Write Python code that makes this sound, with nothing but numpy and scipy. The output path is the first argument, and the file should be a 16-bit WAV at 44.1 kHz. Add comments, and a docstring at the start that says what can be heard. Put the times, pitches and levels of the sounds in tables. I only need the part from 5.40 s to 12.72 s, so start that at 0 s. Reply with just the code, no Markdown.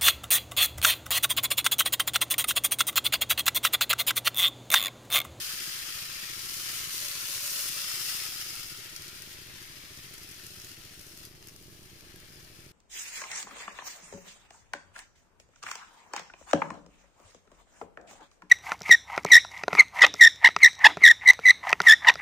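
"""A loud, dense sizzle comes first: steam bubbles burst under pancake batter in a hot pan, dying as it cools.
Five bands of random clicks make the sizzle; single spits are short, decaying bursts of grainy noise.
The pan is lifted and swirled over a lit gas ring, so drifting echoes shift the colour of its sound.
The uncovered flame flickers: trains of low pops, over a hush of shaped noise that swells with the flicker.
A faint, wavering hum of sine and narrow noise sounds briefly about two seconds in."""
import sys
import numpy as np
from scipy import signal
from scipy.fft import rfft, irfft, next_fast_len
from scipy.io import wavfile

SR = 44100
rng = np.random.default_rng(int(sys.argv[2]) if len(sys.argv) > 2 else 0)


def pcm_store(signal):
    """Save signal as 16-bit PCM."""
    levels = np.round(np.clip(np.atleast_2d(signal), -1, 1) * 32767)
    wavfile.write(sys.argv[1], SR, levels.astype(np.int16).T)


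def level_to_linear(level):
    """Convert decibel levels to linear amplitude factors, elementwise."""
    exponent = np.asarray(level, float) / 20
    return 10 ** exponent


N = 322812   # samples

# spectrum of room air and flame roar: frequency_hz, relative_density_db
HUSH_SPECTRUM = [(12, -7.5), (27, 6), (40, -6), (52, -3), (70, -9.5), (129, 1), (232, -11), (350, -9.5),
                 (480, -15.5), (550, -21.5), (600, -13), (660, -20.5), (800, -21.5), (1200, -24.5),
                 (1600, -44), (2600, -110)]
# phase of each flame tongue against the steady beat: time_s, ahead_flickers
FIRST_TONGUE_PHASE = [(0, -.1), (.2, -.05), (.4, -.12), (.6, -.02), (.75, -.04), (1.25, -.24), (1.75, -.38),
                      (2.0, -.34), (2.3, -.22), (2.6, -.25), (2.95, -.36), (3.1, -.3), (3.3, -.07),
                      (3.55, 0), (3.72, .07), (4.0, -.12), (4.5, -.2), (4.75, -.13), (5.0, 0), (5.25, .06),
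                      (5.5, .15), (5.72, .04), (6.0, .11), (6.4, .18), (7.05, .15), (7.32, -.1)]
SECOND_TONGUE_PHASE = [(0, .03), (.4, 0), (.85, 0), (1.1, .07), (1.35, .22), (1.75, .34), (2.0, .37),
                       (2.35, .34), (2.6, .26), (3.0, .22), (3.25, .05), (3.45, .02), (4.0, -.68),
                       (4.37, -1.18), (4.5, -1.3), (5.0, -1.83), (5.4, -1.76), (5.7, -1.58), (6.0, -1.45),
                       (6.2, -1.53), (6.45, -1.42), (6.75, -1.5), (7.0, -1.65), (7.32, -1.72)]
WEAK_TONGUE_PHASE = [(0, -.3), (1.0, -.43), (1.6, -.62), (2.3, -.8), (3.0, -.9), (4.05, -.65), (4.6, -.67),
                     (5.25, -1.07), (6.0, -1.0), (6.5, -1.2), (6.85, -1.65), (7.32, -2.1)]
# the loudest spits, before grain and filters: start_s, peak_db, treble_db, body_db (both against peak), t60_s
LOUD_SPITS = [(2.515, -20, -15, -7, .025), (2.596, -23, -14, -7, .025), (2.698, -22, -12, -7, .025),
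              (3.0126, -27, -4, -7, .025), (1.6841, -24, -3, -10, .015), (3.1542, -28, -3, -12, .015),
              (3.3737, -32, -3, -12, .015), (3.4445, -35, -1, -5, .02), (3.5628, -24.5, -6, -9, .025),
              (3.621, -32, -1, -6, .02), (3.68, -34, 0, -6, .025), (3.821, -31, 0, -7, .025),
              (3.893, -37, -2, -3, .02), (3.937, -35, -8, -3, .02), (4.1583, -37, -14, -1, .025),
              (4.226, -36, -3, -1, .035), (4.572, -36, -4, -2, .03), (4.7391, -34, -1, -5, .018),
              (4.78, -34, -4, -4, .035), (4.833, -34, -2, -4, .025), (4.912, -38, -1, -4, .05),
              (5.0384, -39, -1, -3, .02), (5.0658, -31, -4, -7, .015), (5.1986, -34, -9, -6, .03),
              (5.217, -33, -4, -6, .03), (5.246, -32, -3, -7, .025), (5.3148, -38, -2, -4, .045),
              (5.45, -38, -1, -5, .025), (5.5936, -38, -1, -5, .02), (5.612, -36, 0, -5, .025),
              (5.6665, -39, -1, -6, .02), (5.7743, -33.5, -2, -8, .018), (5.8517, -32.5, -3, -6, .028),
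              (5.9503, -42, -6, -2, .02), (6.0262, -39.5, -12, -2, .025), (6.0717, -36, -1, -4, .018),
              (6.0845, -35.5, -3, -4, .045), (6.1623, -42, -1, -6, .02), (6.225, -44, 1, -8, .02),
              (6.4302, -42, -1, -6, .02), (6.608, -43, -1, -5, .02), (6.76, -42, 0, -5, .02),
              (6.8014, -42, -2, -1, .025), (7.048, -43, -1, -4, .02)]
# boiling and the tilted pan's 5 kHz ring: time_s, level_db, largest_bubbles_db, ring_db
BOIL_CURVE = [(0.0, -37, -11, 0), (0.83, -42, -8, 2), (1.16, -39, -13, -0.5), (1.3, -38, -9.5, 1.5),
              (1.51, -39, -11.5, -5), (1.53, -37, -14, -5), (1.81, -38, -11.5, -3), (2.16, -35, -15, -2),
              (2.32, -36, -14, -0.5), (2.47, -36, -11.5, 2.5), (2.7, -36.5, -12, 2.5),
              (3.0, -40.5, -11, 2.5), (3.32, -44, -12, 3.5), (3.34, -47, -9, -0.5), (4.42, -51.5, -6, -1),
              (5.32, -50.5, -10, 1), (5.38, -53.5, -8, -2), (5.84, -53.5, -10.5, 1), (5.93, -59, -6.5, 3),
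              (6.22, -58.5, -10, -2), (6.5, -58, -7, 0), (6.72, -57.5, -5, 0), (6.8, -57.5, -5.5, -4),
              (6.95, -56, -6, 4), (7.02, -57, -6.5, -1), (7.2, -58, -5.5, 2), (7.32, -59, -5.5, -1)]
# bubble sizes: low_hz, high_hz, level_against_boil_db, coarseness_factor, common_clump_factor, own_flicker_db
BUBBLE_SIZES = [(388, 1590, -12, 0.65, 0.9, 0.2), (1533, 2520, -7, 1.0, 0.67, -1.4),
                (2454, 4385, -3, 0.53, 0.24, -0.95), (4350, 7420, -2.5, -0.085, 0.31, -0.1),
                (5980, 16000, -1, -0.38, 0.2, 0.53)]
# the tilting pan faces the right microphone more or less: time_s, coarse_gain_db, ring_gain_db
PAN_FACING = [(0, -.5, 2.5), (.7, -0.5, -3), (1.7, -0.5, -4), (2.2, 0, 2.5), (2.8, 0.5, 1), (3.5, 0, 0),
              (4.7, -0.5, 0), (5.7, -1, -3), (6.5, -2.5, -1), (7.32, -3, -1)]
# colour of the sizzle at each microphone: frequency_hz, left_relative_db, right_relative_db
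SIZZLE_COLOUR = [(390, -24, -18.5), (700, -21.5, -29.5), (935, -15.5, -20.5), (1180, -13, -19.5),
                 (1325, -6.5, -12), (1530, -8, -13.5), (1846, -4.5, -12), (2360, -6, -8), (2680, -5, -7),
                 (3150, -3.5, -10.5), (3470, -5, -10), (3800, -7, -8.5), (4120, -3.5, -5),
                 (4420, 0.5, -3.5), (5010, 2.5, -1.5), (5600, 2.5, -7.5), (5960, 1, -8.5), (6970, -6, -2.5),
                 (7600, -6.5, -9.5), (8870, -9, -3.5), (11100, -3.5, -9), (12600, -6.5, -7.5),
                 (14400, -7, -10.5), (15600, 1.5, -16), (16200, -45, -51)]
# likeness of the two microphones, negative where they move in opposition: frequency_hz, likeness (-1 to 1)
SIDE_LIKENESS = [(500, 0.69), (780, 0.32), (930, -0.89), (1050, .15), (1400, 0.62), (1700, -0.081),
                 (2050, -0.23), (2350, 0.18), (2650, 0.67), (3000, -0.044), (3400, 0.32), (3900, -0.026),
                 (4500, -0.31), (5100, 0.3), (6000, 0.029), (7000, -0.075), (9000, 0.065)]

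FLICKERS_PER_S = 14.46


def rms_one(x):
    """Normalisation: scale to unit rms."""
    return x / np.sqrt(np.mean(x ** 2) + 1e-20)


def in_time(rows):
    """Linear interpolation: columns of a curve table at every sample."""
    s, *columns = np.transpose(rows)
    return [np.interp(np.arange(N) / SR, s, column) for column in columns]


def at_hz(points, hz):
    """Spectral interpolation on a logarithmic frequency axis."""
    table_hz, values = np.transpose(points)
    return np.interp(np.log(hz + 1), np.log(table_hz + 1), values)


def coloured(x, points):
    """Linear filtering: multiply the spectrum by a gain in dB."""
    size = next_fast_len(N + 4096)
    hz = np.arange(size // 2 + 1) * SR / size
    return irfft(rfft(x, size) * level_to_linear(at_hz(points, hz)), size)[..., :N]


def band(x, low_hz, high_hz):
    """Butterworth band-pass filtering."""
    return signal.sosfilt(signal.butter(2, [low_hz, high_hz], "band", fs=SR, output="sos"), x)


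def drift(rate_hz):
    """Low-passed chance: white noise through two equal poles, of unit rms."""
    r = np.exp(-40 * np.pi * rate_hz / SR)   # one step every 20 samples
    white = rng.standard_normal(N // 20 + 2002)
    slow = signal.lfilter([1], [1, -2 * r, r * r], white)[2000:]
    return np.interp(np.arange(N) / 20, np.arange(len(slow)), rms_one(slow))


def flickers(ahead):
    """Phase accumulation: the running count of a tongue's flickers, never falling."""
    return np.maximum.accumulate(FLICKERS_PER_S * np.arange(N) / SR + ahead)


def hush():
    """Broadband turbulence: flame roar and room air, swelling with the flicker."""
    mid, side = rng.standard_normal((2, N))
    # weakest difference, hence most alike in the two ears, around 450 Hz
    side = coloured(side, [(30, -4.0), (65, -5.0), (130, -6), (250, -4.5), (450, -7), (700, 0),
                           (930, 0.0), (1300, 5)])
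    air = coloured(np.array([mid + side, mid - side]), HUSH_SPECTRUM)
    air[0] = coloured(air[0], [(150, -4.5), (400, 2.5), (800, 2.5)])   # the bass leans right
    cycles = flickers(in_time(FIRST_TONGUE_PHASE)[0])
    swell_db = 1.8 * np.cos(2 * np.pi * (cycles - .15))
    return level_to_linear(-58.5 + swell_db) * rms_one(air)


def hum():
    """Narrow-band tone: a frequency-modulated sine with a noise band around it, stronger on the left."""
    centre_hz, half_width_hz = 583, 14.5
    from_s, to_s, fade_s = 1.6, 2.48, .08
    s = np.arange(N) / SR
    noise = rms_one(band(rng.standard_normal(N), centre_hz - half_width_hz, centre_hz + half_width_hz))
    phase = 2 * np.pi * np.cumsum(centre_hz + 8 * drift(6)) / SR
    sine = np.sqrt(2) * np.sin(phase)
    on = np.clip(np.minimum(s - from_s, to_s - s) / fade_s + .5, 0, 1)
    level_db = -64 + 1.5 * drift(5.8)
    return on * level_to_linear(level_db) * (0.8 * sine + 0.65 * noise) * np.array([[1.2], [.75]])


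def flame():
    """Pulsating combustion: four tongues flicker side by side in suction pops; the hob echoes them inverted."""
    strong_chance, weak_chance = 0.96, .6   # share of flickers that pop
    strong_db, weak_db = -45.5, -51         # typical pulse before its shape and filter
    stray = rng.random() + .4 * drift(.3)   # the fourth tongue wanders, in flickers
    tongues = [(in_time(FIRST_TONGUE_PHASE)[0], strong_chance, strong_db),
               (in_time(SECOND_TONGUE_PHASE)[0], strong_chance, strong_db),
               (in_time(WEAK_TONGUE_PHASE)[0], weak_chance, weak_db),
               (stray, weak_chance, weak_db)]
    whole = np.arange(-2, int(FLICKERS_PER_S * N / SR) + 3)
    train = np.zeros(N)
    for ahead, chance, pulse_db in tongues:
        luck, wobble = rng.random(len(whole)), rng.standard_normal((len(whole), 2))
        at = np.searchsorted(flickers(ahead), whole + 0.012 * wobble[:, 0])
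        heard = (luck < chance) & (at > 0) & (at < N)
        train[at[heard]] -= level_to_linear(pulse_db + 1.34 * wobble[heard, 1])   # negative: suction
    t = np.arange(-200, 900) / SR
    pop = np.exp(-(t / 0.00075) ** 2) - 0.4 * np.exp(-((t - .0041) / 0.001) ** 2)
    push = np.exp(-(t / 0.0011) ** 2) - 0.6 * np.exp(-((t - .0045) / 0.002) ** 2)
    # the burner cap rings briefly
    onset = (t > 0) * (1 - np.exp(-(t / 0.00059) ** 2))
    ring = onset * np.cos(2 * np.pi * 350 * t) * level_to_linear(-60 * t / 0.046)
    # the right ear gets the low push as well
    shapes = np.array([0.97 * pop + 0.18 * ring, 0.85 * pop + 0.17 * ring + 0.34 * push])
    pops = signal.fftconvolve(train[None], shapes, axes=1)[:, 200:200 + N]
    return band(pops, 28, 1170)


def small_spits():
    """Poisson-like chance: small spits come more often as the boil thins out."""
    boil_db = in_time(BOIL_CURVE)[0]
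    per_s = 22.0 * np.exp(.07 * (-38 - boil_db))   # 22 a second at a hard boil of -38 dB
    luck, vary = rng.random(N), rng.uniform(-1.1, 1, (N, 4))
    rows = []
    for i in np.flatnonzero(luck < per_s / SR):
        peak, treble, body, decay = vary[i]
        rows.append((i / SR, boil_db[i] + 8 + 4 * peak, -4 + 5 * treble, -5 + 4 * body,
                     .008 * (1 + .5 * decay)))
    return rows


def spits():
    """Impulsive radiation: single larger bubbles, each a snap and a broad, grainy crackle that decay."""
    shapes, t = np.zeros((3, N + SR)), np.arange(SR // 10) / SR
    for s, peak_db, treble_db, body_db, t60 in LOUD_SPITS + small_spits():
        i = round(s * SR)
        crackle = level_to_linear(-3 - 60 * t / t60)
        snap = level_to_linear(-3 - 60 * t / .005)
        levels_db = peak_db + np.array([[0], [treble_db], [body_db]])
        shapes[:, i:i + len(t)] += level_to_linear(levels_db) * (crackle + snap)
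    grain_db = 3 * rng.standard_normal(N)
    grains = rms_one(rng.standard_normal((2, N)) * level_to_linear(grain_db))
    crack, fine, body = shapes[:, None, :N] * grains
    out = band(crack, 4430, 7280) + band(fine, 5860, 13200) + band(body, 1440, 3940)
    return out * level_to_linear([[1.75], [-1.75]])   # 3.5 dB towards the left


def sputter(per_s, t60):
    """Relaxation: sudden flare-ups of boiling that die away, as a modulation of unit rms."""
    r = level_to_linear(-60 / (t60 * SR))
    starts = (rng.random(N) < per_s / SR) * rng.uniform(0.79, 1, N)
    flares = signal.lfilter([1], [1, -r], starts)
    return rms_one(flares - flares.mean())


def bursts(per_s, spread_db, clump_db):
    """Shot noise: clumped clicks of uneven size, shared by both ears but each with its own sign."""
    born = rng.random(N) < per_s / SR
    sizes = level_to_linear(spread_db * np.minimum(rng.exponential(1, N), 4.3) + clump_db)
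    return rms_one(born * sizes * rng.choice([-1, 1], (2, N)))


def nearby_echoes(clicks, t60, wet_db):
    """Diffuse scattering: pan walls, hob and tiles spread clicks into noise, unlike in the two ears."""
    r = level_to_linear(-120 / (t60 * SR))   # decay of energy, hence twice 60
    energy = signal.lfilter([1 - r], [1, -r], clicks ** 2)
    return clicks + level_to_linear(wet_db) * np.sqrt(energy) * rng.standard_normal((2, N))


def microphones(x):
    """Coherence: the right shares part of what the left hears, then each side colours the pan's sound."""
    size = next_fast_len(N + 4096)
    f = np.arange(size // 2 + 1) * SR / size
    left, right = rfft(x, size)
    alike = np.clip(at_hz(SIDE_LIKENESS, f), -.95, .95)
    right = alike * left + np.sqrt(1 - alike ** 2) * right
    hz, left_db, right_db = np.transpose(SIZZLE_COLOUR)
    gains = [level_to_linear(at_hz(np.transpose([hz, db]), f)) for db in (left_db, right_db)]
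    return irfft(np.array([left, right]) * gains, size)[:, :N]


def sizzle():
    """Bubble noise: bubbles of five sizes burst, each size in its own band; clumps are partly shared."""
    boil_db, coarse_db, ring_db = in_time(BOIL_CURVE)
    right_coarse_db, right_ring_db = in_time(PAN_FACING)
    right = np.array([[0], [1]])
    shared_db = 0.35 * drift(9.1) + .5 * drift(37) + 0.45 * sputter(40, t60=0.045)
    common = bursts(3500, 3.7, shared_db)
    out, surge = 0, drift(4.8)
    for low_hz, high_hz, level_db, coarse, follows, own_db in BUBBLE_SIZES:
        surge_db = .14 * low_hz / 1000 * surge   # finer bubbles surge more
        own = bursts(9000, 2.15, follows * shared_db + own_db * drift(25) + surge_db)
        heard = microphones(nearby_echoes(0.65 * common + 0.74 * own, t60=0.034, wet_db=-1.5))
        coarseness_db = coarse_db - coarse_db.mean() + right * right_coarse_db
        gain_db = boil_db + level_db + coarse * coarseness_db
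        out = out + level_to_linear(gain_db) * rms_one(band(band(heard, low_hz, high_hz), low_hz, high_hz))
    ring_gain = level_to_linear(ring_db + right * right_ring_db)
    return out + (ring_gain - 1) * band(out, 4700, 5540)


def swirled(x, echo_db, wander_s):
    """Comb filtering: echoes off rim, hob and wall change their paths as the pan is swirled."""
    out = x.copy()
    for ear in range(2):
        for lag_s in np.geomspace(.0008, .009, num=7) * rng.uniform(.85, 1.15, size=7):
            lag = (lag_s + wander_s * drift(.35)) * SR
            source = np.clip(np.arange(N) - lag.astype(int), 0, N - 1)
            out[ear] += level_to_linear(echo_db) * rng.choice([-1, 1]) * x[ear, source]
    return out / np.sqrt(1 + 7 * level_to_linear(echo_db) ** 2)


def scene():
    """Superposition: the swirled pan above, flame, hush and hum below."""
    pan = swirled(sizzle() + spits(), echo_db=-17, wander_s=.0003)
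    return pan + flame() + hush() + hum()


def top_cut(x):
    """Nothing passes above the cut-off."""
    return signal.sosfilt(signal.butter(12, 16610, fs=SR, output="sos"), x)


def record(dry):
    """Band limitation: the top is cut by 60 dB from 16 kHz, and a small constant offset is added."""
    limited = signal.sosfilt(signal.cheby2(16, 60, 16000, fs=SR, output="sos"), dry)
    mix = limited - .0006
    return top_cut(mix)


dry = scene()
out = record(dry)
pcm_store(out)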